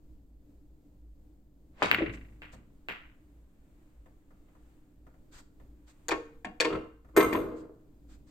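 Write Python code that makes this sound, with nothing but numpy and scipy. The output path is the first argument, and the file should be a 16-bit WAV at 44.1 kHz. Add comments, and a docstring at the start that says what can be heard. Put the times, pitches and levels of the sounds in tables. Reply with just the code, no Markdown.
"""Snooker balls click in a quiet carpeted room, heard from the near end of the table.
The cue pokes the white, which clicks on a red; a cushion thumps, the balls rumble over the slate
and click again far off. The player moves softly about. Then hard knocks rattle the wooden frame
close by, its metalwork rings and a ball trundles down a runner. Ventilation hums underneath."""
import sys
import numpy as np
from scipy import signal
from scipy.fft import rfft, irfft, next_fast_len
from scipy.io import wavfile
from scipy.ndimage import uniform_filter1d

SR = 44100
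rng = np.random.default_rng(int(sys.argv[2]) if len(sys.argv) > 2 else 0)


def store_pcm(level_fs):
    """Save levels as 16-bit WAV."""
    pcm = np.round(np.clip(level_fs, -1, 1) * 32767).astype(np.int16)
    wavfile.write(sys.argv[1], SR, np.atleast_2d(pcm).T)


N = 366115
TIME = np.arange(N) / SR

# The cue tip meets the white. Each row: start in seconds, direct level in dB, room level in dB.
CUE_STRIKES = [(1.8215, 19, 18.5)]
# The heavy table's boom. Each row: pitch in Hz, level in dB, seconds to fade by 60 dB.
TABLE_MODES = [(31.2, -0.5, 1.2), (54.1, 14, 1.8), (105, -3.5, 1.2), (124.5, -6.5, 0.35), (199, -3.5, 0.69),
               (284, -2.5, 0.49)]
# The ring of the frame and its fittings. Each row: pitch in Hz, level in dB, seconds to fade by 60 dB.
FRAME_MODES = [(298.6, 2.5, 0.94), (316.8, 12.5, 0.41), (368, -9.5, 0.31), (456.4, 6, 0.66),
               (487, -3.5, 0.69), (580, -14, 0.52), (624, -3, 0.14), (685, -12.5, 0.74), (920, -17, 0.68)]
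# How alike the room sounds in both ears. Each row: frequency in Hz, left-right correlation.
ROOM_LIKENESS = [(60, .98), (300, .88), (600, .6), (1200, .15), (2400, -.1), (4500, .3), (8000, -.2),
                 (13000, .5)]


def ball_clicks(room):
    """Ball meets ball: the brief contact radiates one short wavelet, which flutters between the walls."""
    # Each row: start in seconds, levels in dB of the direct click, room, wall echo and low body,
    # left over right in dB, right ear's lead in milliseconds.
    clicks = [ (1.9143, 20, 15.5, 14, -2, 5, .2), (2.4197, -12, -5, -23, -13.5, 2, 0.18),
              (2.886, 0, 6.5, -12, -1.5, 4.5, 0.25)]
    # The click's tone, direct and in the room. Each row: frequency in Hz, level in dB.
    click_tone = [(100, -35), (400, -24.5), (700, -16), (1200, -4), (1750, 0), (2080, 4.5), (2450, -0.5),
                  (2800, 1.5), (3100, -11), (4600, -16.5), (5800, -43.5), (8000, -36.5), (11500, -52),
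                  (14000, -16), (16000, -47.5)]
    wash_tone = [(100, -11), (330, -1.5), (600, -6.5), (1100, -4), (1750, 0), (2080, 1), (2450, 0.5),
                 (2820, -2), (3120, -5.5), (3550, -12.5), (4200, -20), (5800, -31), (8000, -35),
                 (11000, -46), (14000, -28), (16000, -32.5)]
    # The hard ring after a click. Each row: pitch in Hz, level in dB, seconds to fade by 60 dB.
    ring_modes = [(1605, 7.5, .2), (1960, 9, 0.38), (2160, 9.5, .3), (2500, 0, 0.2), (2650, 11, .22),
                  (2880, 5, 0.42), (3214, 1, .2)]
    s, direct_db, room_db, echo_db, body_db, pan_db, lead_ms = np.transpose(clicks)
    direct = sum(placed(impulses([t], [db]), pan, lead)
                 for t, db, pan, lead in zip(s, direct_db, pan_db, lead_ms))
    body = blows(s, body_db, pitches_hz=620, widths_hz=810)
    # The first wall echo comes as a tight bunch; later ones bounce unevenly to and fro.
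    bunch_s, bunch_db = (.0308, .0322, .0336, .0349), (-14.5, -0.5, -14.5, -8.5)
    echo = sum(impulses(s + late, echo_db + db) for late, db in zip(bunch_s, bunch_db))
    echo = placed(echo, pan_db=2.5, lead_ms=-0.06)
    round_trip_s, loss_db, uneven_s, uneven_db = .0375, 4.5, 0.0025, 3.5
    flutter = np.zeros(N)
    for trip, (late, strong) in enumerate(rng.uniform(-0.8, 1, (11, 2)), start=1):
        arrival_s = s + bunch_s[1] + trip * round_trip_s + uneven_s * late
        flutter += impulses(arrival_s, echo_db - 1 - trip * loss_db + uneven_db * strong)
    scatter = tail([(500, .11), (8000, .08)], ROOM_LIKENESS, delay_s=0)
    flutter = from_db(1.2) * through(softened(flutter, top_hz=3340), scatter)
    wash = from_db(0.5) * through(coloured(impulses(s, room_db), wash_tone), room)
    ring = placed(modes(impulses(s, room_db), ring_modes), pan_db=3.5, lead_ms=0.12)
    return coloured(direct + echo + flutter, click_tone) + body + wash + ring


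def cue(room):
    """The leather tip gives a dull poke; the shaft rings, and its crack comes back from the room."""
    # The shaft's ring. Each row: pitch in Hz, level in dB, seconds to fade by 60 dB.
    shaft_modes = [(600, 2.5, .1), (816, 4, 0.14), (1018, 7, .3), (1264, 8.5, .19), (1520, 7.5, 0.42),
                   (1788, 0.5, .11), (2220, 7, .15), (2530, 7, .2), (3130, 0.5, 0.11), (3500, -3.5, .2),
                   (3782, -2.5, 0.17), (4680, -7.5, 0.15)]
    # Its bright crack. Each row: frequency in Hz, level in dB.
    crack_tone = [(60, -20.5), (130, -6.5), (300, 3), (1000, -2.5), (2400, -4.5), (4200, -15.5),
                  (7000, -25), (15000, -43.5)]
    shaft_lag_s = 0.0033
    s, direct_db, room_db = np.transpose(CUE_STRIKES)
    poke = placed(blows(s, direct_db, pitches_hz=776, widths_hz=610), pan_db=6.0, lead_ms=-0.086)
    ring = modes(impulses(s + shaft_lag_s, direct_db), shaft_modes)
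    crack = coloured(impulses(s, room_db), crack_tone)
    return poke + placed(ring, pan_db=3.5, lead_ms=.22) + through(crack + from_db(-6.5) * ring, room)


def cushion(room):
    """A ball hits the rubber with a soft thump and shakes the heavy table."""
    # Each row: start in seconds, thump level in dB, thump pitch in Hz, table boom in dB.
    hits = [(1.984, 24.5, 328, 5.5), (2.006, 25.5, 570, 18), (2.015, 25.5, 420, 5), (2.02, 33, 323, 6),
            (2.072, 11, 448, 22.5)]
    s, thump_db, thump_hz, boom_db = np.transpose(hits)
    thump = softened(blows(s, thump_db, thump_hz, widths_hz=22.34), top_hz=750)
    boom = modes(softened(impulses(s, boom_db), top_hz=300), TABLE_MODES)
    return placed(thump, pan_db=2.5, lead_ms=0) + from_db(-1.0) * through(thump, room) + boom


def frame_knocks(room):
    """A knock is a low thud, a clack and a bright tick spreading through wood; boards and frame ring on."""
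    # Each row: start in seconds, thud level in dB, thud pitch in Hz, clack level in dB,
    # clack pitch in Hz, tick level in dB, board ring in dB.
    knocks = [ (6.0838, 5.5, 476, 9, 6600, 0.5, -5.5), (6.0921, 12.5, 476, 17.5, 785, -15.5, 10),
              (6.1093, 13, 329, 14, 2380, -7, 12), (6.1164, 20, 366, 31.5, 931, -12, 22),
              (6.4466, 9.5, 740, 10, 1730, -16, 9.5), (6.6012, 11.5, 441, 22.5, 2420, 5.5, 17.5),
              (6.6054, 20.5, 480, 16.5, 4440, -9, 13.5), (6.6131, 14.5, 540, 20.5, 1750, -9, 13.5),
              (6.6477, 16.5, 462, 16, 2220, -6, 19.5), (6.654, 20, 451, 20.5, 1023, -19, 7.5),
              (6.704, 12.5, 440, 11, 1290, -34, -7.5), (6.727, 3, 420, 16, 1300, -28.5, 1),
              (6.752, 11.5, 470, 13, 1346, -29.5, -7), (7.1647, 22.5, 442, 23.5, 1506, 0, 17.5),
              (7.1733, 33.5, 385, 28.5, 928, -7, 22.5), (7.2040, 16, 480, 22, 2020, -15.5, 15),
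              (7.3277, 22.5, 312, 8.5, 1950, -11.5, 16), (7.349, 19, 330, 25.5, 1030, -30, 2)]
    # Dull bumps with no clack. Each row: start in seconds, thud level in dB, thud pitch in Hz.
    bumps = [(6.139, 12, 300), (6.178, 8, 477), (6.461, 8.5, 216), (7.229, 22, 291), (7.268, 15.5, 300),
             (7.695, 0, 440)]
    # The boards' short, woody ring. Each row: pitch in Hz, level in dB, seconds to fade by 60 dB.
    board_modes = [(690, -0.5, .15), (926.4, 5, 0.053), (1096, 8, 0.15), (1572, 2.5, 0.11),
                   (1812, 3.5, .09), (2155, 0, 0.055), (2416, 0, 0.049), (2770, -2.5, 0.33),
                   (3270, -5.5, 0.11), (4760, -11, .06)]
    # The tick's tone. Each row: frequency in Hz, level in dB.
    tick_tone = [(300, -18), (1500, 11), (3100, 0.5), (4600, 5.5), (5700, 1), (6900, 1.5), (9000, -8),
                 (12000, -22.5), (16000, -32)]
    # How alike the nearby frame sounds in both ears. 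Each row: frequency in Hz, correlation.
    near_likeness = [(300, .85), (1200, .6), (2400, .2), (4500, .2), (7500, .45), (13000, .6)]
    s, _, _, clack_db, clack_hz, tick_db, boards_db = np.transpose(knocks)
    thud_s, thud_db, thud_hz = np.transpose([row[:3] for row in knocks] + bumps)
    thud_width_hz = 44.2 + 2 * np.maximum(thud_db - 20.5, 0)   # the hardest thuds die soonest
    thud = blows(thud_s, thud_db, thud_hz, thud_width_hz)
    clack = placed(blows(s, clack_db, clack_hz, widths_hz=clack_hz / 25), pan_db=5.5, lead_ms=-0.016)
    tick = coloured(impulses(s, tick_db), tick_tone)
    snap = from_db(-12) * blows(s, clack_db, clack_hz, widths_hz=clack_hz) + from_db(3.0) * tick
    wood = tail([(500, .13), (8000, 0.036)], near_likeness, delay_s=0.00096, spread_db=7.0)
    # A knock wakes a wide band of board modes around its clack pitch.
    boards = modes(blows(s, boards_db, clack_hz, widths_hz=1.6 * clack_hz), board_modes)
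    boards = placed(boards, pan_db=5.0, lead_ms=-0.11)
    crack = from_db(-1.5) * (clack + boards) + from_db(-5.5) * through(snap, wood)
    push = impulses(thud_s, thud_db)
    frame = modes(softened(push, top_hz=1010), FRAME_MODES)
    boom = from_db(-19.0) * modes(softened(push, top_hz=300), TABLE_MODES)
    reverb = through(from_db(-11.5) * crack + from_db(3.5) * thud, room)
    return from_db(2.5) * thud + from_db(-12.5) * tick + crack + frame + boom + reverb


def clanks(room):
    """Struck metal rings on; each spot brings out a different mode."""
    # Each row: start in seconds, level for all modes in dB, the spot's pitch in Hz, its level in dB.
    strikes = [(6.6473, -21, 2775, 20), (7.165, 17.5, 13221, 9.5), (7.204, 3, 2040, 10),
               (7.3282, 3, 3540, 4), (7.33, -24, 12812, 4)]
    s, db, spot_hz, spot_db = np.transpose(strikes)
    ring = metalwork(impulses(s, db) + blows(s, spot_db, spot_hz, widths_hz=150))
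    # Loose fittings rattle, so the ring flutters in strength.
    rattle = uniform_filter1d(rng.standard_normal(N), size=260)
    ring = ring * (.5 + 0.77 * rattle / rattle.std())
    return ring + from_db(-2.5) * through(ring, room)


def metalwork(push):
    """The table's metal fittings ring when pushed; their higher modes die sooner."""
    # Each row: pitch in Hz, level in dB.
    partials = [(1045, 22.5), (1104, 15), (1157, 10.5), (1303, 17.5), (1554, 14.5), (2099, 13), (2390, 6.5),
                (2775, 2), (3085, 4), (3530, 1.5), (3908, 1), (6540, 1.5), (6605, -1), (8511, 4),
                (12812, 7), (13221, 5.5)]
    # Each row: frequency in Hz, seconds to fade by 60 dB.
    ring_times = [(1000, .55), (2100, .42), (6500, .26), (13000, .22)]
    return modes(push, [(hz, db, at_hz(ring_times, hz)) for hz, db in partials])


def runner(room):
    """A ball trundles down the runner under a pocket; tiny bumps keep frame and metal sounding."""
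    # Each row: start in seconds, seconds at speed, level in dB, fade in dB per second,
    # share of frame ring in dB, share of metal ring in dB.
    runs = [(6.18, .02, -46.5, 138, -15, -31), (6.668, 0.1, -32.5, 197, -15, -19),
            (7.189, 0.1, -29.5, 244, -1.5, -15.5), (7.342, 0.072, -32.5, 82.5, 2, -31.5)]
    # The rough part of the rolling. Each row: frequency in Hz, level in dB.
    grind_tone = [(100, -0.5), (450, 11.5), (800, -8), (1300, -6.5), (2000, -22.5), (3000, -32.5),
                  (6000, -47.5)]
    bumps = rng.standard_normal(N)
    wood = modes(bumps, FRAME_MODES)
    metal = metalwork(softened(bumps, top_hz=2117))
    grind = from_db(2.0) * noise(grind_tone)
    rolling = np.zeros((2, N))
    for s, hold_s, db, fade, frame_db, metal_db in runs:
        ring = (from_db(frame_db) * wood + from_db(metal_db) * metal) / wood.std()
        rolling += from_db(db) * envelope(s, hold_s, fade, attack_s=0.059) * (ring + grind)
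    rolling *= from_db(-4 * drift(per_s=20))   # jolts
    return from_db(-4.5) * rolling + from_db(-9.5) * through(rolling, room)


def slate_rumble():
    """Rolling balls rumble on the slate, fading as the cloth slows them."""
    # Each row: start in seconds, seconds at speed, level in dB, fade in dB per second.
    rolls = [(1.88, 0.21, -43, 71), (2.559, 0.038, -55.5, 75)]
    # Each row: frequency in Hz, level in dB.
    rumble_tone = [(40, -10), (90, 5.5), (250, 0), (450, -11), (800, -25.5), (2000, -34), (8000, -60.5)]
    level = sum(from_db(db) * envelope(s, hold_s, fade, attack_s=.05) for s, hold_s, db, fade in rolls)
    return level * noise(rumble_tone)


def footsteps(room):
    """Soft steps and taps across the room, each a dull pat with a brief ring."""
    # Each row: start in seconds, level in dB, pitch in Hz.
    footfalls = [(2.533, -14, 480), (4.0594, -18.5, 1490), (4.3062, -21.5, 1140), (4.484, -27, 2040),
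                 (4.551, -23, 940), (5.0669, -17, 1200), (5.1403, -24.5, 1350), (5.599, -20, 1740),
                 (7.047, -20.5, 1162), (7.088, -22, 1088)]
    # Each row: frequency in Hz, level in dB.
    pat_tone = [(100, 5.5), (500, 2), (1300, -5.5), (2500, -22), (4000, -28), (9000, -33.5), (16000, -30.5)]
    s, db, hz = np.transpose(footfalls)
    steps = coloured(impulses(s, db), pat_tone) + blows(s, db - 5.5, hz, widths_hz=160)
    sole = tail([(500, .1), (4000, .07)], ROOM_LIKENESS, delay_s=0)
    return from_db(2.0) * through(steps, sole) + through(steps, room)


def swishes(room):
    """Brief swells of noise, as of brushing cloth."""
    # Each row: middle in seconds, half length in seconds, level in dB.
    strokes = [(2.144, 0.015, -57.5), (2.538, 0.014, -58), (5.355, 0.028, -56), (5.397, 0.013, -57),
               (5.896, 0.021, -62), (7.591, 0.028, -65), (8.126, 0.031, -64.5), (8.293, 0.021, -68)]
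    # Each row: frequency in Hz, level in dB.
    swish_tone = [(300, -11.5), (1400, 3.5), (2800, -4.5), (4400, -3), (6000, -5.5), (8200, -3.5),
                  (10500, -34.5), (14000, -10.5), (16000, -39)]
    cloth = sum(swell(*row) for row in strokes) * noise(swish_tone)
    return cloth + from_db(-9.0) * through(cloth, room)


def player_rustle():
    """The cue slides over the bridge hand, louder as it speeds up; after the shot the player shifts about."""
    # Each row: frequency in Hz, level in dB.
    rustle_tone = [(200, -7.5), (600, -3), (1200, -5), (2500, -10.5), (5000, -21.5), (8000, -17),
                   (15000, -22.5)]
    to_go_s, rise_db_per_s = CUE_STRIKES[0][0] - TIME, 401.5
    slide = from_db(-41.5 - rise_db_per_s * np.clip(to_go_s, 0, .5)) * (to_go_s > 0)
    shifting = from_db(-75.5 + 5.5 * drift(per_s=3.4))
    shifting *= envelope(start_s=2, hold_s=0, fade_db_per_s=1, attack_s=0.2)
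    return softened(slide * noise(rustle_tone), top_hz=5000) + shifting * noise(rustle_tone)


def ventilation():
    """Gently swelling air and distant building noise over a low hum that wavers."""
    # The tones of the air and the hum. Each row: frequency in Hz, level in dB.
    air_tone = [(20, -0.5), (32, -5), (42, -8.5), (55, -4.5), (75, -11.5), (130, -14), (250, -17),
                (300, -7.5), (350, -21), (600, -29), (1200, -42.5), (3000, -49), (9000, -52),
                (15500, -49.5)]
    hum_tone = [(40, -29.5), (51, -9.5), (56, 0), (61, -6.5), (75, -37), (150, -74)]
    # The hum settles. Each row: time in seconds, level in dB.
    hum_levels = [(0, -49.5), (.7, -57.5), (1.5, -63.5), (8.3, -62.5)]
    hum_db = np.interp(TIME, *np.transpose(hum_levels)) + 6 * drift(per_s=8)
    air_db = -55.5 + 2 * drift(per_s=8)
    return from_db(air_db) * noise(air_tone) + from_db(hum_db) * noise(hum_tone)


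def from_db(db):
    """Decibels as a gain."""
    return 10 ** (np.asarray(db) / 20)


def at_hz(points, hz):
    """Read a table along a log-frequency axis."""
    f, value = np.transpose(points)
    return np.interp(np.log(np.maximum(hz, 1)), np.log(f), value)


def impulses(times, levels_db):
    """A one-sample click at each time."""
    out = np.zeros(N)
    out[np.round(np.asarray(times) * SR).astype(int)] = from_db(levels_db)
    return out


def through(x, response):
    """Pass a sound through a mono or stereo response."""
    return signal.oaconvolve(np.atleast_2d(x), np.atleast_2d(response), axes=1)[:, :N]


def coloured(x, spectrum, size=4096):
    """Shape the tone with a minimum-phase filter, so nothing rings ahead of an attack."""
    cepstrum = irfft(np.log(from_db(at_hz(spectrum, np.fft.rfftfreq(size, 1 / SR)))))
    cepstrum[1:size // 2] *= 2
    cepstrum[size // 2 + 1:] = 0
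    return through(x, irfft(np.exp(rfft(cepstrum))))


def softened(x, top_hz):
    """Roll off the treble, as a yielding contact does."""
    return signal.sosfilt(signal.butter(3, top_hz, fs=SR, output="sos"), x + 1e-18)


def resonance(x, hz, width_hz):
    """Two-pole resonance with gain 1 at its peak."""
    r = np.exp(-np.pi * width_hz / SR)
    feedback = [1, -2 * r * np.cos(2 * np.pi * hz / SR), r * r]
    return signal.lfilter(np.array([1, 0, -1]) * (1 - r * r) / 2, feedback, x)


def modes(x, table):
    """A body's modes ring after each blow; a longer ring is a narrower resonance."""
    kick = signal.unit_impulse(SR)
    ring = sum((-1) ** k * from_db(db) * resonance(kick, hz, np.log(1000) / np.pi / t60)
               for k, (hz, db, t60) in enumerate(table))
    return through(x, ring)


def blows(times, levels_db, pitches_hz, widths_hz, size=4096):
    """Each blow rings briefly at the pitch of the spot it strikes; a soft contact leaves out the treble."""
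    out = np.zeros(N + size)
    for s, db, hz, width in np.broadcast(times, levels_db, pitches_hz, widths_hz):
        pulse = resonance(signal.unit_impulse(size), hz, width)
        contact = signal.butter(4, [hz / 3.5, min(hz * 3.02, SR / 2.2)], "band", fs=SR, output="sos")
        out[round(s * SR):][:size] += from_db(db) * signal.sosfilt(contact, pulse)
    return out[:N]


def stereo_spectrum(size, likeness):
    """Frequencies and spectra of white noise in two channels, as alike as the table says."""
    hz = np.fft.rfftfreq(size, 1 / SR)
    alike = np.clip(at_hz(likeness, hz), -.99, .99)
    mid, side = rfft(rng.standard_normal((2, size)))
    return hz, np.sqrt((1 + alike) / 2) * mid + np.sqrt((1 - alike) / 2) * side * [[1], [-1]]


def noise(spectrum):
    """Steady stereo noise of rms 1."""
    hz, white = stereo_spectrum(next_fast_len(N), ROOM_LIKENESS)
    x = irfft(white * from_db(at_hz(spectrum, hz)))[:, :N]
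    return x / x.std()


def tail(decay_times, likeness, delay_s, spread_db=0, bands=18):
    """Dense echoes that die band by band. Each decay row: frequency in Hz, seconds to fade by 60 dB."""
    hz, white = stereo_spectrum(SR, likeness)
    age = np.arange(SR) / SR - delay_s
    centres = np.geomspace(50, 16000, bands)
    uneven = from_db(spread_db * np.clip(drift(per_s=900)[:SR], -2, 2))   # some echoes stand out
    echoes = rfft(irfft(white) * uneven)
    out = np.zeros((2, SR))
    for centre, pick in zip(centres, np.eye(bands)):
        share = at_hz(np.c_[centres, pick], hz)
        decay = from_db(-60 * np.maximum(age, 0) / at_hz(decay_times, centre)) * (age >= 0)
        band = irfft(echoes * share) * decay
        out += band * np.sqrt(np.mean(share ** 2) / np.sum(band ** 2) * 2)   # keeps the tone flat
    return out


def placed(x, pan_db, lead_ms):
    """Place a direct sound: pan_db favours the left ear, lead_ms brings it sooner to the right."""
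    x = np.ravel(x)
    early = np.interp(TIME + lead_ms / 1000, TIME, x)
    return np.array([x * from_db(pan_db / 2), early * from_db(-pan_db / 2)])


def drift(per_s):
    """A random wander of spread about 1."""
    knots = rng.standard_normal(1000)
    return np.interp(TIME * per_s, np.arange(len(knots)), knots)


def envelope(start_s, hold_s, fade_db_per_s, attack_s):
    """Rise until the start, hold, then fade steadily."""
    age = TIME - start_s
    return np.clip(1 + age / attack_s, 0, 1) ** 2 * from_db(-fade_db_per_s * np.maximum(age - hold_s, 0))


def swell(middle_s, half_s, db):
    """A rounded rise and fall."""
    away = np.minimum(np.square((TIME - middle_s) / half_s), 10)
    return from_db(db) * np.exp(-.5 * np.square(away))


def scene():
    """The shot, the rattling frame and the player share one room, over the hum of its air."""
    # The room's reverb. Each row: frequency in Hz, seconds to fade by 60 dB.
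    decay_times = [(60, 0.93), (200, 0.18), (500, 0.3), (1200, 0.47), (2500, 0.43), (5000, 0.37),
                   (9000, 0.35), (15000, .25)]
    room = tail(decay_times, ROOM_LIKENESS, delay_s=0.0032, spread_db=3.5)
    shot = cue(room) + ball_clicks(room) + cushion(room)
    frame = frame_knocks(room) + clanks(room) + runner(room)
    player = footsteps(room) + swishes(room) + player_rustle()
    return shot + frame + player + slate_rumble() + ventilation()


def record(dry):
    """The microphone's small port colours the sound over a faint hiss; peaks clip and the top is cut."""
    # The tones of the port and the hiss. Each row: frequency in Hz, level in dB.
    port_tone = [(5000, -2), (5800, -5), (6800, 1), (9200, 0), (10300, -18.5), (11200, -12), (12400, 0),
                 (14500, -7.5)]
    hiss_tone = [(7000, -25), (11000, -12), (12300, 0), (15000, -1), (16500, -12)]
    heard = coloured(dry, port_tone) + from_db(-86) * coloured(rng.standard_normal(N), hiss_tone)
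    top_cut = signal.cheby2(16, 70, 17100, fs=SR, output="sos")
    return signal.sosfilt(top_cut, np.clip(heard, -1, 1))


dry = scene()
out = record(dry)
store_pcm(out)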